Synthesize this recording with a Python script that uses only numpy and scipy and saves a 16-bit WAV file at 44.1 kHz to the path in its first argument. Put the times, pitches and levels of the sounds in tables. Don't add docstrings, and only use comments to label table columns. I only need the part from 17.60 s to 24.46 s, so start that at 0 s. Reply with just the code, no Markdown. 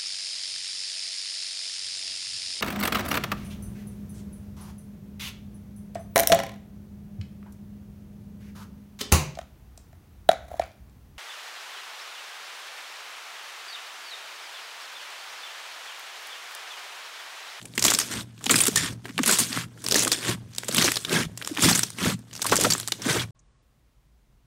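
import sys
import numpy as np
from scipy import signal
from scipy.fft import rfft, irfft, next_fast_len
from scipy.io import wavfile
from scipy.ndimage import uniform_filter1d, map_coordinates

SR = 44100
rng = np.random.default_rng(int(sys.argv[2]) if len(sys.argv) > 2 else 0)


def elevation(decibels):
    levels = np.asarray(decibels, float)
    return 10 ** (levels / 20)


def pcm_store(signal):
    levels = np.round(np.clip(np.atleast_2d(signal), -1, 1) * 32767)
    wavfile.write(sys.argv[1], SR, levels.astype(np.int16).T)


N = 302524


def unit(x):
    return x / np.sqrt(np.mean(x ** 2, axis=-1, keepdims=True) + 1e-20)


def along(points, hz):
    point_hz, value = np.transpose(points)
    return np.interp(np.log(hz + 1), np.log(point_hz + 1), value)


def curves(rows):
    s, *cols = np.transpose(rows)
    return [np.interp(np.arange(N) / SR, s, c) for c in cols]


def wobble(rate_hz):
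    knots = rng.standard_normal(int(N * rate_hz / SR) + 4)
    return map_coordinates(knots, [np.arange(N) * rate_hz / SR])


def filtered(x, response):
    m = next_fast_len(x.shape[-1] + 4096)
    spectrum = rfft(x, m) * response(np.fft.rfftfreq(m, 1 / SR))
    return irfft(spectrum, m)[..., :x.shape[-1]]


def resonance(f, centre_hz, width_hz):
    return 1j * f * width_hz / (centre_hz ** 2 - f * f + 1j * f * width_hz)


def scattered(rows, seconds):
    at = np.round(seconds * SR).astype(int)[:, None] + np.arange(rows.shape[1])
    return np.bincount(at.ravel(), rows.ravel(), N + SR)[:N]


def swells(peak_s, level_db, rise_s, fall_s, bend, off_s=np.inf):
    span_db, stop_s = 30, 0.03
    t = np.arange(0, N, 64) / SR
    column = lambda v: np.reshape(v, (-1, 1))
    late = t - column(peak_s)
    flank_s = np.where(late < 0, column(rise_s), column(fall_s)).clip(.005)
    away = (np.abs(late) / flank_s) ** bend
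    away = away + (t - column(off_s)).clip(0) / stop_s
    power = (elevation(column(level_db) - span_db * away) ** 2).sum(axis=0)
    return np.interp(np.arange(N) / SR, t, power)


# start in seconds, rms level in dB,
# cavity in Hz, life in ms.
RIM_GRIP_POPS = [(0.0148, -40, 3490, 2.8), (0.0544, -36.5, 8500, 5.5), (0.1374, -39, 3765, 0.92),
                 (0.1776, -14.5, 2800, 4.7), (0.1936, -21.5, 6790, 4.9), (0.224, -13, 5650, 4.5),
                 (0.2401, -12.5, 7520, 3.8), (0.2485, -6, 6760, 7.4), (0.2633, -14, 7330, 7.4),
                 (0.281, -12.5, 3340, 6.1), (0.3018, -13, 6480, 4), (0.3094, -18, 7700, 3.9),
                 (0.3194, -20, 1430, 0.87), (0.3368, -15.5, 7500, 6), (0.3479, -15.5, 5640, 5.3),
                 (0.3874, -13.5, 9000, 4.7), (0.3986, -23, 6760, 20), (0.4143, -32, 5240, 30)]
TOP_GRIP_POPS = [(0.8095, -45, 1050, 9.1), (0.841, -30, 7200, 5.2), (0.027, -43.5, 7000, 4),
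                 (0.8648, -20, 3320, 4.3), (0.8985, -20, 2200, 9.5), (0.9089, -7, 7580, 8.9),
                 (0.9413, -13.5, 2014, 3.4), (0.9562, -16, 8720, 16), (0.9799, -20.5, 8260, 4.3),
                 (0.9863, -21, 8620, 11), (1.0043, -16, 8430, 10), (1.0159, -25, 9360, 19),
                 (1.974, -26.5, 1500, 2.5), (1.065, -19, 10700, 12), (1.0695, -18.5, 7030, 4.4),
                 (1.0805, -15.5, 7580, 4.8), (1.1584, -8, 7080, 5.1), (1.172, -19.5, 7150, 12)]
FAR_GRIP_POPS = [(1.455, -34.5, 1855, 6.7), (1.4912, -38, 1820, 8.4), (1.5789, -22, 2630, 4.7),
                 (1.5892, -21.5, 1295, 6.7), (1.633, -18, 7350, 2.5), (1.637, -23.5, 2680, 5.2),
                 (1.66, -20.5, 9310, 12), (1.675, -16.5, 9080, 12), (1.6935, -19.5, 7480, 7),
                 (1.703, -22, 1454, 4.6), (1.711, -10, 7800, 4.4), (1.723, -19, 7510, 38),
                 (1.7861, -17.5, 8550, 21), (1.8, -23, 9250, 43), (1.9284, -26, 3790, 3.9)]
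NEAR_GRIP_POPS = [(2.2405, -32.5, 8400, 13), (2.2638, -21.5, 4950, 3.7), (2.2855, -16.5, 8500, 1.6),
                  (2.3109, -16.5, 5200, 4.6), (2.3212, -12.5, 5500, 5), (2.3437, -1, 4770, 1.4),
                  (2.357, -15.5, 6650, 11), (2.297, -33, 5000, 3.2), (2.3817, -20.5, 6100, 8.6),
                  (2.017, -37.5, 3000, 3), (2.4219, -22.5, 6960, 16), (2.433, -21.5, 9460, 7.5),
                  (2.449, -17.5, 7650, 2.7), (2.4708, -27, 1120, 12), (2.4775, -17.5, 8010, 3.5),
                  (2.5168, -11.5, 4300, 6.4), (2.5266, -19.5, 6900, 8.7)]
SIDE_SQUEEZE_POPS = [(2.9346, -44, 4440, 2.5), (2.949, -39, 6670, 4.2), (2.9828, -17.5, 7160, 2.7),
                     (3.0338, -29.5, 1640, 2.5), (3.045, -37, 7950, 7.4), (3.083, -23.5, 7550, 9.6),
                     (3.861, -36.5, 7500, 2), (3.125, -28, 8230, 4), (3.146, -18, 9720, 4.8),
                     (3.1677, -19, 7600, 5.4), (3.181, -10.5, 3470, 7.6), (3.214, -23.5, 6930, 9.6),
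                     (3.2233, -14.5, 4000, 4.7), (3.2431, -18, 6500, 15), (3.257, -22.5, 5230, 32),
                     (3.279, -18.5, 2150, 2.8), (3.2856, -19, 2130, 2.4), (3.318, -16, 8740, 3.4),
                     (3.3572, -22.5, 4760, 4.6), (3.3679, -21.5, 3830, 7.7), (3.4491, -25, 3560, 4.9),
                     (3.4945, -29.5, 3520, 3.3), (3.526, -28, 2760, 23)]
FLAT_SQUEEZE_POPS = [(3.7747, -30.5, 7360, 5.4), (3.815, -36, 1600, 2.8), (3.823, -28, 2280, 4.5),
                     (3.847, -30.5, 5580, 4.3), (3.8742, -21.5, 7400, 2.3), (3.967, -34, 1740, 34),
                     (3.973, -24.5, 2930, 2.4), (3.984, -27.5, 1267, 4.9), (3.9936, -22.5, 2950, 1.6),
                     (4.022, -18, 7810, 13), (4.1133, -14, 7810, 1.8), (4.13, -19, 4710, 1.1),
                     (4.1494, -18.5, 7060, 17), (4.1805, -25, 4990, 1.7), (4.184, -29, 7650, 6.1),
                     (4.1921, -14, 8400, 3), (4.2322, -15.5, 5850, 6.3), (4.303, -31.5, 7570, 2.4),
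                     (4.3851, -29, 2292, 4.9)]
LAST_SQUEEZE_POPS = [(4.711, -45, 3080, 3.9), (4.73, -38.5, 5610, 5.2), (4.7368, -34.5, 6250, 1.7),
                     (4.752, -35.5, 6100, 4.9), (4.762, -35, 5620, 6.5), (4.7945, -36, 1168, 1.7),
                     (4.818, -22.5, 5800, 6.3), (4.8245, -23, 7950, 5.3), (4.844, -26.5, 7840, 4.1),
                     (4.855, -28, 1070, 4.5), (4.8644, -21.5, 9020, 9.2), (4.896, -22.5, 8400, 1.3),
                     (4.591, -46, 9010, 3), (4.9216, -16.5, 966, 30), (4.9564, -13, 7690, 2.5),
                     (4.9655, -15, 7220, 4.6), (4.999, -22, 6270, 4.5), (5.01, -16.5, 7400, 7.1),
                     (5.0373, -4, 7750, 0.76), (5.046, -17.5, 1142, 13), (5.102, -18, 7200, 15),
                     (5.1212, -17.5, 5200, 7.3), (5.134, -22, 6770, 8.2), (5.151, -27.5, 1304, 3.3),
                     (5.18, -28, 8110, 3.5), (5.199, -26, 10630, 4.6), (5.2302, -34.5, 4310, 3.3),
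                     (5.2756, -21, 7120, 1.7), (5.2815, -28, 8280, 7.2), (5.3206, -16, 3880, 4.2)]
# start in seconds, rms level in dB, cavity in Hz, life in ms.
BETWEEN_POPS = [(0.1524, -40, 8268, 17), (0.2026, -38.5, 6445, 5.8), (0.4143, -28, 1717, 2.7),
                (0.858, -26, 6960, 6.6), (3.958, -37, 4000, 3), (1.036, -21, 7150, 9.2),
                (1.0538, -22, 8740, 5.9), (2.22, -40.5, 7500, 2), (2.371, -24.5, 4280, 14.1),
                (2.3924, -20, 6718, 7.7), (2.4028, -23.5, 6120, 25), (2.2777, -30, 7000, 1.5),
                (2.9613, -39, 6287, 5), (3.949, -35, 5000, 3.4), (3.1124, -30, 3940, 6.6),
                (3.16, -27.5, 3445, 7.3), (3.34, -32, 5000, 3), (4.0063, -24, 5280, 2.9),
                (4.0844, -25, 1037, 11), (4.175, -25, 8370, 7.7), (4.776, -37, 5000, 3.6),
                (4.914, -24, 6100, 19), (4.9745, -23.5, 5630, 5.9), (2.629, -34, 2500, 3),
                (5.337, -41, 4000, 3), (5.209, -34.5, 6900, 6.0), (5.419, -33.5, 5720, 11),
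                (5.454, -33.5, 1710, 14.1), (5.5251, -30, 6201, 14), (5.5949, -29, 3280, 43)]
# start in seconds, rms level in dB, cavity in Hz, life in ms.
STRAY_POPS = [(0.608, -36, 3300, 8), (0.778, -50, 3100, 5), (0.791, -48, 6000, 3), (1.444, -46, 3000, 8),
              (1.482, -40.5, 1800, 4), (1.507, -43.5, 1900, 4), (2.175, -49.5, 1500, 8),
              (.895, -15, 3980, 2.5)]
# frequency in Hz, density in dB per Hz.
BURST_SPECTRUM = [(290, -13), (500, -8.5), (898, -4.5), (1040, -1), (2610, -3), (8180, -5.5), (12000, -8.5),
                  (16500, -15.5)]
# frequency in Hz, density in dB per Hz.
SQUELCH_SPECTRUM = [(50, -46), (150, -11), (300, 3), (400, -0.5), (600, -6), (900, -11.5), (1500, -31)]


def pops():
    grips = [RIM_GRIP_POPS, TOP_GRIP_POPS, FAR_GRIP_POPS, NEAR_GRIP_POPS]
    squeezes = [SIDE_SQUEEZE_POPS, FLAT_SQUEEZE_POPS, LAST_SQUEEZE_POPS]
    rows = np.vstack(grips + squeezes + [BETWEEN_POPS, STRAY_POPS])
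    s, db, hz, life_ms = np.transpose(rows)[:, :, None]
    t, life_s, rise_s = np.arange(2048) / SR, life_ms / 1000, 0.00036
    air = rng.standard_normal((len(s), 2, len(t)))
    neck_hz = 5200 * np.exp(0.47 * np.clip(air[:, 1, :1], -1.5, 1.5))

    def colour(f):
        cavity = 1.3 * resonance(f, hz, .14 * hz + 350) * (6000 / hz) ** .6
        neck = .4 * resonance(f, neck_hz, .18 * neck_hz)
        return elevation(along(BURST_SPECTRUM, f)) * (.33 + cavity + neck)

    hiss = unit(filtered(air[:, 0], colour))
    hold = elevation(-9.5 * (t / life_s) ** 2.2)
    hiss_shape = hold + elevation(-19 - 60 * t / .07) + .8 * elevation(-60 * t / .004)
    rise = 1 - np.exp(-(t / rise_s) ** 2)
    cycles = (t - .0006) * hz
    snap = elevation(9) * np.sin(2 * np.pi * cycles) * np.exp(-3 * cycles ** 2)
    thump = unit(filtered(air[:, 1], lambda f: elevation(along(SQUELCH_SPECTRUM, f))))
    thump_db = -13.0 - 4.7 * np.log2(hz / 4000) - 9 * t / (life_s + 0.00079)
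    thump = thump * elevation(thump_db) * (1 - np.exp(-t / rise_s))
    fade = np.cos(np.pi / 2 * t / t[-1])
    return scattered(elevation(db) * (hiss * hiss_shape * rise + snap + thump) * fade, s[:, 0])


# centre in seconds, peak in dB, note
# in Hz, length in ms.
SLIME_NOTES = [(0.2545, -23, 370, 9.5), (1.088, -17.5, 384, 9.3), (1.1735, -18, 1807, 17.6),
               (1.6032, -15.5, 263, 19), (2.3246, -19.5, 380, 6.6), (2.3596, -13, 431, 6.3),
               (3.093, -21, 506, 6.2), (3.19, -18, 235.4, 24.2), (3.5302, -16, 393, 6.5),
               (1.087, -17.5, 276, 15.7), (4.047, -20, 108, 24), (4.0622, -9, 295.4, 8.5),
               (4.9225, -12.5, 842, 5), (4.9244, -4.5, 499, 6.9), (4.99, -16, 481, 6.8),
               (5.07, -15.5, 595, 7.3), (5.1219, -13.5, 4560, 6.6), (5.1363, -14, 7500, 6.8),
               (5.4666, -18, 249, 20),
               (0.185, -27, 256, 15.5), (0.2525, -19.5, 650, 12.8), (0.2645, -29.5, 227, 36),
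              (0.3433, -28.5, 255, 19), (0.865, -30, 786, 12.6), (0.8748, -27, 225, 16.7),
              (0.9031, -30.6, 680, 13), (0.9058, -24.5, 455, 19), (0.9117, -18, 262, 24.5),
              (0.9511, -23, 264, 20), (3.566, -21.5, 1630, 18.6), (1.124, -30.5, 195, 26),
              (1.1756, -31.5, 172, 24), (1.2399, -30.5, 279, 30), (1.5036, -30.5, 237, 15.5),
              (1.686, -25.5, 218, 43), (1.7327, -27, 195, 28), (1.82, -26, 249, 29), (1.9115, -31, 241, 25),
              (1.9748, -28.5, 270, 33), (2.3592, -21, 270, 11), (2.5197, -28, 393, 21.8),
              (2.7007, -38, 366, 81), (3.2867, -31.5, 260, 29), (3.5802, -24.5, 190, 43),
              (3.6696, -24, 148, 13), (3.9198, -25, 300, 24), (3.994, -24.5, 277, 25),
              (4.1152, -23.5, 780, 11.4), (4.5032, -27, 174, 21.4), (4.544, -27, 173, 24.5),
              (5.287, -31.5, 1200, 6), (5.103, -27, 171, 34), (5.5063, -21, 153, 31),
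               (0.1572, -33, 8268, 2.0), (0.2504, -7.5, 3445, 3.1), (0.2525, -12, 1119, 5.7),
                (0.3898, -21.5, 4651, 6.2), (0.3895, -18.5, 5512, 6.0), (3.286, -20, 1950, 8),
                (0.8997, -19.5, 2411, 3.4), (0.8994, -14, 1291, 4.9), (0.9088, -8, 8010, 3.1),
                (0.9612, -15.5, 4995, 8.5), (0.99, -15.5, 5081, 2.1), (1.0049, -14.5, 2411, 4.0),
                (1.0087, -13, 3186, 2.8), (1.0155, -6.5, 9474, 7.4), (1.0379, -13, 7235, 1.3),
                (1.0703, -17, 7579, 3.5), (1.6613, -17, 9302, 2.1), (1.6942, -11.5, 1464, 4.5),
                (1.6952, -15.5, 7665, 2.0), (1.7932, -8, 6718, 1.1), (1.8038, -11, 6632, 1.8),
                (1.8054, -14, 9130, 2.0), (2.3221, -12, 8613, 1.0), (3.57, -21.5, 2150, 7),
                (2.3569, -14, 1808, 5.5), (2.394, -10.5, 6632, 1.8), (2.3934, 0, 8699, 0.9),
                (2.403, -22.5, 6029, 2.9), (2.4478, -16.5, 7062, 1.4), (2.5183, -16.5, 6804, 1.2),
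                (3.1631, -21, 3531, 3.3), (3.2488, -18, 4306, 5.9), (3.5632, -19.5, 3273, 5.5),
                (4.0374, -14.5, 1291, 5.0), (4.0385, -13.5, 3445, 2.7), (4.0424, -10, 4565, 2.1),
                (4.0462, -12, 1981, 3.9), (4.0524, -16.5, 3445, 5.2), (4.0812, -18, 3445, 3.7),
                (4.089, -12.5, 7062, 1.2), (4.1306, -13.5, 4306, 4.8), (4.4471, -18.5, 1894, 4.1),
                (4.8483, -22, 1119, 4.8), (5.0519, -13, 3445, 2.4), (5.108, -11, 4651, 2.6),
                (5.5291, -22.5, 6201, 4.6)]


def plops():
    rows = np.array(SLIME_NOTES)
    s, db, hz, length_ms = np.transpose(rows)[:, :, None]
    t = np.arange(-1024, 1024) / SR
    step = t / (length_ms / 1000)
    sink_hz = 110 * step
    phase = 2 * np.pi * np.cumsum(hz - sink_hz, axis=1) / SR
    return scattered(elevation(db + 0.5 - 96 * step ** 2) * np.sin(phase), s[:, 0] + t[0])


def bubbles(count, spread_db, life_s):
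    when, size = rng.random((count, 2)).T
    puff_db = -spread_db * np.log(size + .008)
    starts = np.bincount((when * N).astype(int), elevation(puff_db) ** 2, N)
    power = signal.lfilter([1], [1, -np.exp(-1 / (life_s * SR))], starts)
    return unit(np.sqrt(power) * rng.standard_normal(N))


def patchy(x, depth_db):
    z = signal.stft(x, nperseg=256)[2]
    field = uniform_filter1d(rng.standard_normal(z.shape), size=7, axis=0)
    field = uniform_filter1d(field, size=5, axis=1)
    return signal.istft(z * elevation(depth_db * field / field.std()), nperseg=256)[1][:N]


# peak in seconds, fizz in dB, rise in seconds, fall in seconds, squelch in dB.
FINGER_PRESSES = [(0.031, -55, 0.31, 0.43, -48), (.26, -29, 0.13, 0.54, -37), (.92, -30, 0.12, 0.6, -32.5),
                  (1.455, -52.5, 0.025, 0.17, -46.5), (1.69, -24, 0.092, 0.34, -34),
                  (1.809, -29, 0.3, 0.16, -47.5), (2.362, -30, 0.19, 0.44, -30),
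                  (3.0, -49.5, 0.21, 0.92, -64), (3.209, -24, 0.19, 0.29, -27.5),
                  (3.88, -42.5, 0.21, 0.69, -45.5), (4.047, -17, 0.074, 0.24, -24),
                  (4.9, -33.5, 0.24, 0.72, -40.5), (5.06, -27, 0.26, 0.11, -28)]
# peak in seconds, fizz in dB, rise in seconds,
# seconds until the skin lets go, squelch in dB.
SKIN_PEELS = [
    (0.548, -34.5, 0.19, 0.081, -42),
    (1.249, -34.5, 0.092, 0.082, -42.5),
    (1.965, -31, 0.1, 0.079, -40.5),
    (2.701, -28, 0.15, 0.048, -35),
    (3.556, -25, 0.11, 0.096, -31),
    (4.456, -25, 0.11, 0.085, -33.5),
    (5.519, -26, .14, 0.12, -28),
]


def effort():
    press_bend, peel_bend = 1.09, 1.82
    press_bright_db, peel_bright_db, drained_db = 3.5, -4.5, 11.5
    rest_db, rest_squelch_db = -63.5, -76.5
    s, db, rise, fall, wet_db = np.transpose(FINGER_PRESSES)
    peel_s, peel_db, peel_rise, let_go, peel_wet_db = np.transpose(SKIN_PEELS)
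    free_s, sag = peel_s + let_go, 1.59 * let_go
    hand_off_s = free_s[np.searchsorted(peel_s, s)]
    drain = 0.89 * fall
    press = swells(s, db, rise, fall, press_bend, hand_off_s)
    peel = swells(peel_s, peel_db, peel_rise, sag, peel_bend, free_s)
    wet_press = swells(s, wet_db, rise, drain, press_bend, hand_off_s)
    wet_peel = swells(peel_s, peel_wet_db, peel_rise, sag, peel_bend, free_s)
    drained = press - swells(s, db, rise, drain, press_bend, hand_off_s)
    dull = peel + elevation(rest_db) ** 2
    bright_db = press * press_bright_db + drained * drained_db + dull * peel_bright_db
    bright_db = bright_db / (press + dull)
    squelch = np.sqrt(wet_press + wet_peel + elevation(rest_squelch_db) ** 2)
    return np.sqrt(press + dull), squelch, bright_db


# frequency in Hz, density in dB per Hz.
FIZZ_SPECTRUM = [(350, -28), (600, -17.5), (1040, 1.5), (1630, 2), (9400, -0.5), (10000, -5.5),
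                 (13000, -9.5), (16500, -22.5)]


def leak(crackle, s, db, fall_s, hz):
    sings = lambda f: .15 + sum(np.abs(resonance(f, k * hz, 220)) for k in range(1, 6))
    hiss = unit(filtered(crackle, lambda f: elevation(along(FIZZ_SPECTRUM, f)) * sings(f)))
    return np.sqrt(swells(s, db, 0.024, fall_s, 1.09, s + fall_s / 2)) * hiss


# resonance in Hz, width in Hz, gain in dB.
FIXED_MODES = [(1600, 210, -11), (3410, 350, -6.5)]
# peak in seconds, level in dB, fall in seconds, cavity in Hz.
AIR_LEAKS = [
    (1.18, -27, 0.19, 1810),
    (2.535, -31, 0.11, 1770),
    (5.14, -38.5, 0.13, 7500),
]


def fizz():
    level, squelch, bright_db = effort()
    crackle = bubbles(count=12000, spread_db=1.1, life_s=0.0005) + .5 * rng.standard_normal(N)
    crackle = patchy(crackle, depth_db=2.4)
    fixed_colour = lambda f: 1 + sum(elevation(db) * resonance(f, hz, w) for hz, w, db in FIXED_MODES)
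    crackle = filtered(crackle, fixed_colour)
    low_share = lambda f: 1 / (1 + (f / 3000) ** 3)
    dull = filtered(crackle, lambda f: elevation(along(FIZZ_SPECTRUM, f)) * low_share(f))
    bright = filtered(crackle, lambda f: elevation(along(FIZZ_SPECTRUM, f)) * (1 - low_share(f)))
    foam = dull * elevation(-bright_db / 2) + bright * elevation(bright_db / 2)
    foam = foam / np.std(dull + bright)
    folds = bubbles(count=1500, spread_db=4.5, life_s=0.0077)
    wet = unit(filtered(folds, lambda f: elevation(along(SQUELCH_SPECTRUM, f))))
    flicker_db = 1.2 * wobble(40)
    leaks = sum(leak(crackle, *row) for row in AIR_LEAKS)
    return level * elevation(flicker_db) * foam + squelch * wet + leaks


# frequency in Hz, width in Hz, gain in dB.
TABLE_LOW_MODES = [(117.9, 6.3, -0.5), (62.9, 41, -26)]
# frequency in Hz, width in Hz, gain in dB.
TABLE_UPPER_MODES = [(162.3, 13, 5.5), (218, 33, 1), (263, 40, -2.5)]
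# peak in seconds, lowest modes in dB, upper modes in dB.
TABLE_SHOVES = [(.22, -41.5, -42), (.56, -38, -35), (0.953, -35, -29), (1.17, -34.5, -33.5),
                (1.298, -37.5, -37), (1.6, -60.5, -32), (1.81, -42.5, -35.5), (1.988, -38.5, -35),
                (2.3, -42.5, -38.5), (2.41, -40.5, -38), (2.7, -32, -31.5), (3.1, -54, -41),
                (3.192, -35.5, -28.5), (3.56, -33.5, -24), (3.7, -45, -59), (4.073, -30, -18.5),
                (4.46, -33.5, -22), (4.921, -31, -40), (5.069, -35.5, -32.5), (5.467, -40.5, -41),
                (5.58, -30.5, -36.5)]


def table():
    shake = bubbles(count=1500, spread_db=0.5, life_s=0.000569)

    def ring(modes):
        response = lambda f: sum((-1) ** k * elevation(db) * resonance(f, hz, w)
                                 for k, (hz, w, db) in enumerate(modes))
        x = unit(filtered(shake, response))
        envelope = np.sqrt(np.abs(uniform_filter1d(x * x, size=3000)))
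        return unit(x / (envelope + 0.4))

    s, low_db, upper_db = np.transpose(TABLE_SHOVES)
    rest_low_db, rest_upper_db = -52, -53.5
    low = np.sqrt(swells(s, low_db, rise_s=0.099, fall_s=0.34, bend=1) + elevation(rest_low_db) ** 2)
    upper = np.sqrt(swells(s, upper_db, rise_s=0.1, fall_s=0.18, bend=1) + elevation(rest_upper_db) ** 2)
    return low * ring(TABLE_LOW_MODES) + upper * ring(TABLE_UPPER_MODES)


# frequency in Hz, t60 in seconds.
WALL_T60 = [(200, 0.18), (2000, 0.15), (12000, 0.23)]


def walls(x):
    hz, t, z = signal.stft(rng.standard_normal(SR // 4), SR, nperseg=256)
    decay = elevation(-60 * t / along(WALL_T60, hz)[:, None])
    tail = signal.istft(z * decay, SR, nperseg=256)[1]
    return signal.fftconvolve(np.pad(x, (150, 0)), tail / np.linalg.norm(tail))[:N]


# frequency in Hz, density in dB per Hz.
ROOM_SPECTRUM = [(12, -42), (30, -14), (53, -1.5), (77, -20), (124, -12), (169, -21), (400, -30),
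                 (12500, -48.5)]
# time in seconds, gain in dB.
ROOM_GAIN = [
    (5.706, -5),
    (5.712, -69),
    (5.738, -66),
    (5.75, 6),
]
# start in seconds, peak in dB.
RACK_TICK = [
    (5.792, -45),
]


def background():
    top_back_s, top_off_hz = 6.025, 9700
    ring_hz, ring_db, ring_t60_s = 1100, -77, 2.5
    air = unit(filtered(rng.standard_normal(N), lambda f: elevation(along(ROOM_SPECTRUM, f))))
    change_s = ROOM_GAIN[-1][0]
    since = np.arange(N) / SR - change_s
    gone = (since > 0) & (since < top_back_s - change_s)
    air = air - gone * filtered(air, lambda f: f > top_off_hz)
    tick_s, tick_db = RACK_TICK[0]
    t = np.arange(600) / SR
    tick = rng.standard_normal(len(t)) * elevation(-60 * t / 0.048)
    tick = filtered(tick, lambda f: resonance(f, 6700, 3180) ** 3 * (f < top_off_hz))
    tick = scattered(elevation(tick_db) * tick[None], np.array([tick_s]))
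    ring = unit(filtered(rng.standard_normal(N), lambda f: resonance(f, ring_hz, 110) ** 2))
    ring = ring * (since > 0) * elevation(ring_db - 60 * since.clip(0) / ring_t60_s)
    return elevation(-67.5 + curves(ROOM_GAIN)[0]) * air + ring + tick


def scene():
    burst = pops() + fizz()
    slime = burst + elevation(-18) * walls(burst) + plops() + table()
    before_change = np.clip((5.71 - np.arange(N) / SR) / 0.0031, 0, 1)
    return (slime * before_change + background())[None]


def band_limit(x):
    return signal.sosfilt(signal.butter(12, 16970, fs=SR, output="sos"), x)


def record(dry):
    overload, top_hz = .27, 15790
    clipped = dry / (1 + np.abs(dry / overload) ** 8) ** (1 / 8)
    mix = filtered(clipped, lambda f: 1 / (1 + (f / top_hz) ** 800))
    return band_limit(mix)


dry = scene()
out = record(dry)
pcm_store(out)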